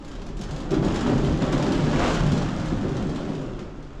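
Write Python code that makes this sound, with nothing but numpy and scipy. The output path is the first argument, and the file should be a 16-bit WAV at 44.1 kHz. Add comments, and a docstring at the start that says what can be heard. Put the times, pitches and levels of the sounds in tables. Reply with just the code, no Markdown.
"""A rolling sheet-metal door

A heavy door rolls open along its track in a farm building, a few metres away. The hangers tick as it
takes up the push; it breaks free with a boom, and the rollers jolt the panel's modes into a rumble,
grind over grit and rattle the fittings. Halfway its edge scrapes briefly, then it slows.
The bare building reverberates."""
import sys
import numpy as np
from scipy import signal
from scipy.fft import rfft, irfft, next_fast_len
from scipy.io import wavfile

SR = 44100
rng = np.random.default_rng(int(sys.argv[2]) if len(sys.argv) > 2 else 0)


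def generate_wav(sig):
    """Save sig (samples, or channels by samples) to the path in sys.argv[1] as 16-bit PCM at SR."""
    pcm = np.round(np.clip(np.atleast_2d(sig).T, -1, 1) * 32767).astype(np.int16)
    wavfile.write(sys.argv[1], SR, pcm)


N = 176400

# Modes of the panel. Each row: frequency in Hz, bandwidth in Hz, gain in dB.
PANEL_MODES = [(110.7, 9.8, -9.5), (145.4, 15.3, 4), (205.2, 32.4, -4.5), (247.2, 18.2, -1.5),
               (278.2, 25, -5), (315, 30, -6), (380.5, 43, -6), (528.2, 31, -9.5), (602, 36, -12),
               (740, 23, -18.5), (797, 19, -16.5)]
# Reverberation of the building. Each row: frequency in Hz, time to fall 60 dB in seconds.
BARN_DECAY = [(100, 0.83), (500, 0.67), (3000, 0.46), (8000, 0.33), (14000, 0.064)]

# Spectra of the sources. Each row: frequency in Hz, relative spectral density in dB.
AIR_SPECTRUM = [(35, 6), (70, -8.5), (160, -28), (325, -18), (970, -23), (1900, -30.5), (7200, -54),
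                (8800, -84), (10000, -80), (12000, -94), (15000, -100)]
SHUDDER_SPECTRUM = [(10, -26), (22, -16), (30, -5.5), (37, -5), (44, -5), (54, -19), (75, -18.5),
                    (300, -99)]
TRACK_SPECTRUM = [(200, -25), (450, 1.5), (700, 3), (1000, -1), (1400, -1.5), (1800, -6.5), (2300, -13.5),
                  (3200, -11.5), (4500, -23), (7300, -26), (8800, -44), (10000, -42), (11500, -61),
                  (15000, -79)]
FINE_SPECTRUM = [(800, -26), (2200, 4), (3300, 3), (5000, 1), (7400, -3.5), (8700, -15), (10000, -17.5),
                 (11500, -28), (14000, -30), (15000, -37)]  # grit and loose fittings
SHEET_SPECTRUM = [(30, -34.5), (60, -7), (110, -3.5), (150, -5), (280, -2), (420, -8), (650, -24),
                  (1200, -26.5), (3000, -86), (10000, -110)]
HANGER_SPECTRUM = [(300, -30.5), (900, 3), (2000, -4), (3300, 1), (5000, -2), (7400, -5), (8700, -17),
                   (10200, -18), (11500, -29), (13800, -30), (15000, -53)]
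LURCH_SPECTRUM = [(90, -36), (140, -2), (240, 0.5), (400, -4.5), (480, -22), (1200, -66)]
SCRAPE_SPECTRUM = [(200, -21), (500, 5), (750, 7.5), (1400, 2), (2000, -4), (3000, -8), (4500, -21.5),
                   (7300, -20.5), (9000, -40), (14000, -53)]

# Envelopes of the sustained sounds. Each row: time in seconds, relative level in dB.
SHUDDER_LEVEL = [(0.0, -43), (0.37, -33.5), (1.12, -35), (1.14, -33), (1.51, -32), (1.64, -32), (1.71, -40),
                 (1.77, -28), (1.87, -38), (2.08, -23), (2.12, -31), (2.24, -28), (2.28, -37.5),
                 (4.0, -43.5)]
GRIND_LEVEL = [(0.0, -53.5), (0.14, -46.5), (0.38, -52), (0.43, -44), (0.7, -46), (0.73, -36), (0.82, -43),
               (0.83, -36), (1.1, -35), (1.4, -39), (1.43, -35), (1.89, -34.5), (2.06, -28.5), (2.24, -34),
               (3.11, -44), (3.2, -41), (3.82, -52), (4.0, -53.5)]
FINE_LEVEL = [(0.06, -57.5), (0.29, -58), (0.34, -63), (0.42, -57), (0.46, -63), (0.58, -49.5), (0.69, -55),
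              (0.71, -48.5), (0.81, -50.5), (0.85, -45), (1.51, -45.5), (1.52, -44.5), (1.93, -42),
              (2.14, -34.5), (2.23, -44), (2.34, -42.5), (2.52, -47), (3.25, -50), (3.78, -62),
              (3.98, -60.5)]  # grit and loose fittings
# Envelope of the rumble. Each row: time in seconds, level in dB, relative weight of upper modes in dB.
RUMBLE_LEVEL = [(0.02, -41, 1.5), (0.42, -36.5, -7.5), (0.69, -33, 0), (0.74, -28.5, 5), (0.87, -23, -1.5),
                (1.01, -28.5, 1.5), (1.07, -23, -0.5), (1.12, -21, 3), (1.15, -19, -11), (1.18, -24.5, 0),
                (1.26, -24, -2), (1.33, -20.5, -8.5), (1.38, -27, -1), (1.55, -24.5, -2), (1.72, -22, -1.5),
                (1.78, -24.5, 5), (1.84, -24.5, -7.5), (2.07, -25, 2.5), (2.2, -24.5, -8),
                (2.32, -20.5, -16.5), (2.37, -23, -5.5), (2.52, -28.5, -7), (2.62, -26.5, -13),
                (2.68, -29, -7.5), (2.83, -27.5, -2.5), (3.06, -26, -6), (3.2, -31, 3), (3.29, -30, 0),
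                (3.44, -31, -0.5), (3.72, -40, -3), (3.98, -43.5, -3)]

# Knocks of the hangers. Each row: start in seconds, relative level in dB, treble over midrange in dB.
HANGER_KNOCKS = [(0.0473, -39.5, 6), (0.0792, -40, 19), (0.1147, -36, -6), (0.152, -40.5, 2),
                 (0.218, -36.5, -6), (0.2643, -38.5, 1.5), (0.2883, -39, -7), (0.3694, -38, 2),
                 (0.392, -37, 4), (0.4124, -30, 7), (0.4362, -34.5, 9), (0.49, -40, 2), (0.509, -33, 4),
                 (0.532, -42, 10), (0.5622, -32.5, 6), (0.582, -40, -5), (0.603, -34, 0), (0.7073, -31, 5),
                 (0.7418, -27, -16), (0.848, -31, 7), (0.882, -29, -16), (0.9433, -29, 3),
                 (0.9584, -23, -9), (1.0088, -28.5, 2), (1.067, -29.5, -12), (1.096, -33, 4),
                 (1.179, -29.5, -3), (1.2469, -27.5, -7), (1.3667, -47, 0), (1.4027, -48, -3),
                 (1.4208, -22.5, -15), (1.463, -34, -4), (1.5244, -23.5, -3), (1.5782, -29.5, -3.5),
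                 (1.625, -24.5, -5), (1.6656, -25.5, -10), (1.7202, -23, -7), (1.7777, -30.5, 0),
                 (1.935, -42, -9), (1.993, -23, -25), (2.0398, -23.5, -11), (2.145, -27, 6),
                 (2.264, -30, 7), (2.3188, -26.5, 3), (2.3761, -27, -1), (2.421, -35, 7), (2.485, -32, -8),
                 (2.597, -35, 2), (2.6573, -35, 8), (2.8913, -36.5, 0), (2.9684, -30.5, -11),
                 (3.0934, -36.5, 3), (3.1591, -30, -4.5), (3.2936, -41, 2), (3.333, -43, 0),
                 (3.3512, -35.5, -6), (3.415, -40.5, 2), (3.592, -33.5, -10), (3.77, -52, 7),
                 (3.8252, -45, -1)]
# Uneven spots in the track. Each row: start in seconds, relative level in dB,
# clank over boom in dB, centre of the boom in Hz.
TRACK_BUMPS = [(.29, -26.5, -24, 205), (.385, -23.5, -21, 144), (.51, -20.5, -18, 145),
               (.62, -23.5, -24, 145), (0.717, -18.5, -20, 280), (0.745, -12, -23, 220),
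               (.829, -15.5, -15, 320), (0.853, -16, -21, 240), (1.06, -12.5, -11, 250),
               (1.101, -17.5, -16, 245), (1.136, -15, -27, 144), (1.228, -14, -20, 205),
               (1.311, -19, -24, 162), (1.41, -11.5, -15, 218), (1.53, -11.5, -10, 250),
               (1.625, -14.5, -18, 145), (1.679, -14.5, -13, 280), (1.786, -18, -11, 205),
               (1.821, -13, -21, 160), (1.865, -11.5, -30, 205), (1.931, -13.5, -8.5, 245),
               (2.176, -15, -15, 144), (2.232, -16, -18, 145), (2.317, -15.5, -16, 159),
               (2.42, -18, -20, 145), (2.713, -12.5, -22, 213), (2.842, -14.5, -21, 280),
               (2.9, -21, -24, 205), (2.97, -25, -13, 205), (3.039, -21.5, -23, 190),
               (3.279, -18.5, -24, 205), (3.342, -19.5, -22, 160), (3.602, -25.5, -13, 324),
               (3.766, -30.5, -24, 247)]


def amp(db):
    """Amplitude ratio for a level in decibels."""
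    return 10 ** (np.asarray(db) / 20)


def unit(x):
    """The signal scaled to an rms of 1."""
    return x / np.sqrt(np.mean(x ** 2) + 1e-20)


def evened(x, span_s=0.07):
    """Division by the running rms holds a signal near an rms of 1."""
    window = np.hanning(int(span_s * SR))
    power = abs(signal.fftconvolve(x * x, window / window.sum(), "same"))
    return x / np.sqrt(power + np.mean(x * x) / 20)


def along(points, hz):
    """Interpolation of (Hz, value) points on a logarithmic frequency axis."""
    f, values = np.transpose(points)
    return np.interp(np.log(hz + 1), np.log(f + 1), values)


def curve(rows):
    """Linear interpolation of (seconds, value) points at every sample."""
    return np.interp(np.arange(N) / SR, *np.transpose(rows))


def filtered(x, response):
    """Linear filtering: the spectrum is multiplied by a frequency response."""
    size = next_fast_len(len(x) + 8192)
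    return irfft(rfft(x, size) * response(np.fft.rfftfreq(size, 1 / SR)), size)[:len(x)]


def coloured(x, spectrum, size=4096):
    """Minimum-phase filtering: folding the cepstrum gives a causal filter with this spectrum."""
    cepstrum = irfft(np.log(amp(along(spectrum, np.fft.rfftfreq(size, 1 / SR)))))
    cepstrum[1:size // 2] *= 2
    cepstrum[size // 2 + 1:] = 0
    return signal.fftconvolve(x, irfft(np.exp(rfft(cepstrum))))[:len(x)]


def dying(t, t60_s):
    """Exponential decay, 60 dB in t60_s."""
    return np.exp(-np.log(1000) * t / t60_s)


def swell(t, rise_s, fall_at_s, t60_s):
    """An envelope that rises linearly, holds, then decays exponentially."""
    return np.minimum(t / rise_s, 1) * dying(np.maximum(t - fall_at_s, 0), t60_s)


def add(track, start_s, sound):
    """Superposition of a sound on the track."""
    i = max(round(start_s * SR), 0)
    track[i:i + len(sound)] += sound[:max(N - i, 0)]


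def contacts(per_s, scatter_db):
    """A Poisson train of impulses of uneven size and either sign."""
    hit, size = rng.random(N) < per_s / SR, rng.standard_normal(N)
    return hit * rng.choice([-1, 1], N) * amp(scatter_db * np.clip(size, -2, 2))


def panel(force, cutoff_hz=1100):
    """The sheet responds as a sum of damped modes; its mass suppresses the treble."""
    def response(f):
        modes = sum((-1) ** k * amp(db) * 1j * f * width / (hz * hz - f * f + 1j * f * width)
                    for k, (hz, width, db) in enumerate(PANEL_MODES))
        return modes / (1 + 1.4j * f / cutoff_hz - (f / cutoff_hz) ** 2)
    return filtered(force, response)


def barn(x, wet_db, positions=61):
    """Direct sound plus diffuse reverberation, cross-faded from place to place as the door travels."""
    echo, step = np.zeros(N), N // (positions - 1)
    hz, t, noise = signal.stft(rng.standard_normal((positions, SR // 3)), SR, nperseg=256)
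    tails = signal.istft(noise * dying(t, along(BARN_DECAY, hz)[:, None]), SR)[1]
    for k, tail in enumerate(tails):
        at = np.arange(max((k - 1) * step, 0), min((k + 1) * step, N))
        share = np.sqrt(np.maximum(1 - abs(at / step - k), 0))
        add(echo, at[0] / SR, signal.fftconvolve(x[at] * share, tail / np.linalg.norm(tail)))
    return (x + amp(wet_db) * echo) / np.sqrt(1 + amp(wet_db) ** 2)


def air(level_db=-41):
    """Stationary noise, strongest in the bass, forms the quiet outdoor background."""
    return amp(level_db) * unit(coloured(rng.standard_normal(N), AIR_SPECTRUM))


def shudder(gain_db=1):
    """Whole-body vibration: the door shakes at low frequency on its hangers."""
    shaking = filtered(rng.standard_normal(N), lambda hz: amp(along(SHUDDER_SPECTRUM, hz)))
    return unit(shaking) * amp(curve(SHUDDER_LEVEL) + gain_db)


def grinding(coarse_db=1, fine_db=-4):
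    """Rolling noise: dense tiny impacts as the rollers grind along the track and crush rust and grit."""
    coarse = barn(coloured(contacts(per_s=1800, scatter_db=1.5), TRACK_SPECTRUM), wet_db=-6)
    fine = barn(coloured(contacts(per_s=4500, scatter_db=2.5), FINE_SPECTRUM), wet_db=-4)
    return (unit(coarse) * amp(curve(GRIND_LEVEL) + coarse_db)
            + unit(fine) * amp(curve(FINE_LEVEL) + fine_db))


def rumble(split_hz=235.5, upper_db=1):
    """Forced vibration: roller jolts keep the modes ringing, in a balance set by where the rollers are."""
    jolts, rows = contacts(per_s=400, scatter_db=2), np.array(RUMBLE_LEVEL)
    ringing = unit(barn(panel(jolts), wet_db=-0.5))
    broadband = unit(barn(coloured(jolts, SHEET_SPECTRUM), wet_db=3.5))
    body = unit(ringing + broadband)
    lower = filtered(body, lambda hz: 1 / (1 + (hz / split_hz) ** 8))
    upper_gain = amp(curve(rows[:, [0, 2]]) + upper_db)
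    balanced = (evened(lower) + upper_gain * evened(body - lower)) / np.hypot(1, upper_gain)
    return balanced * amp(curve(rows[:, :2]))


def rattling(gain_db=-5.5):
    """Intermittent contact: loose fittings chatter at random, harder where the track is rougher."""
    t = np.arange(SR // 4) / SR
    strikes = contacts(per_s=110, scatter_db=2)
    bursts = signal.fftconvolve(abs(strikes), dying(t, t60_s=0.012))[:N]
    chatter = barn(coloured(bursts * rng.standard_normal(N), FINE_SPECTRUM), wet_db=-3.5)
    return unit(chatter) * amp(curve(FINE_LEVEL) + gain_db)


def clacks(split_hz=2500, crack_db=-21, gain_db=-9):
    """Steel-on-steel impacts of the hangers are brief, hence broadband: a crack and a short buzz."""
    out, t = np.zeros(N), np.arange(SR // 4) / SR
    envelope = dying(t, t60_s=0.074) + amp(crack_db) * dying(t, t60_s=0.015)
    for start_s, db, bright_db in HANGER_KNOCKS:
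        knock = coloured(rng.standard_normal(len(t)) * envelope, HANGER_SPECTRUM)
        midrange = signal.lfilter(*signal.butter(1, split_hz, fs=SR), knock)
        knock = knock + (amp(-bright_db) - 1) * midrange
        add(out, start_s, amp(db + gain_db) * knock / np.std(knock[:SR // 200]))
    return barn(out, wet_db=-2.5)


def bumps(focus_q=2.25, gain_db=-13):
    """Impact excitation: a roller drops, the track clanks and the modes driven from that spot boom."""
    out, t = np.zeros(N), np.arange(SR // 2) / SR
    onset = slice(SR // 20)  # the first 50 ms set the level
    for start_s, db, clank_db, hz in TRACK_BUMPS:
        ring = panel(rng.standard_normal(len(t)) * dying(t, t60_s=0.083))
        boom = filtered(ring, lambda f: 1j * f * hz / (focus_q * (hz * hz - f * f) + 1j * f * hz))
        clank = coloured(rng.standard_normal(len(t)) * dying(t, t60_s=0.25), TRACK_SPECTRUM)
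        bump = boom / np.std(boom[onset]) + amp(clank_db) * clank / np.std(clank[onset])
        add(out, start_s, amp(db + gain_db) * bump)
    return out


def lurch(start_s=0.71, boom_db=-20.5, hum_hz=141.2, hum_db=-21.5):
    """Free vibration: the door breaks loose with a dull boom, and a low mode of the panel hums on."""
    t = np.maximum(np.arange(N) / SR - start_s, 0)
    noise = evened(coloured(rng.standard_normal(N), LURCH_SPECTRUM))
    boom = noise * swell(t, rise_s=0.0063, fall_at_s=0.034, t60_s=0.36)
    hum = np.sin(2 * np.pi * hum_hz * t) * swell(t, rise_s=0.083, fall_at_s=0.083, t60_s=0.79)
    return amp(boom_db) * boom + amp(hum_db) * hum


def scrape(start_s=1.991, level_db=-28):
    """Stick-slip friction: the door's edge catches and rubs briefly in dense, harsh slips."""
    t = np.maximum(np.arange(N) / SR - start_s, 0)
    pressure = swell(t, rise_s=0.0017, fall_at_s=0.0887, t60_s=0.5)
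    slips = unit(coloured(contacts(per_s=1300, scatter_db=0.5), SCRAPE_SPECTRUM))
    return amp(level_db) * barn(slips * pressure, wet_db=-14)


def scene():
    """Sound pressures add: the door's sources and the background sum in one channel."""
    door = lurch() + rumble() + bumps() + grinding() + rattling() + clacks() + scrape() + shudder()
    return (door + air())[None]


def record(dry):
    """Band limiting: an ideal low-pass filter removes everything above 14.9 kHz."""
    return filtered(dry[0], lambda hz: hz < 14900)[None]


dry = scene()
out = record(dry)
generate_wav(out)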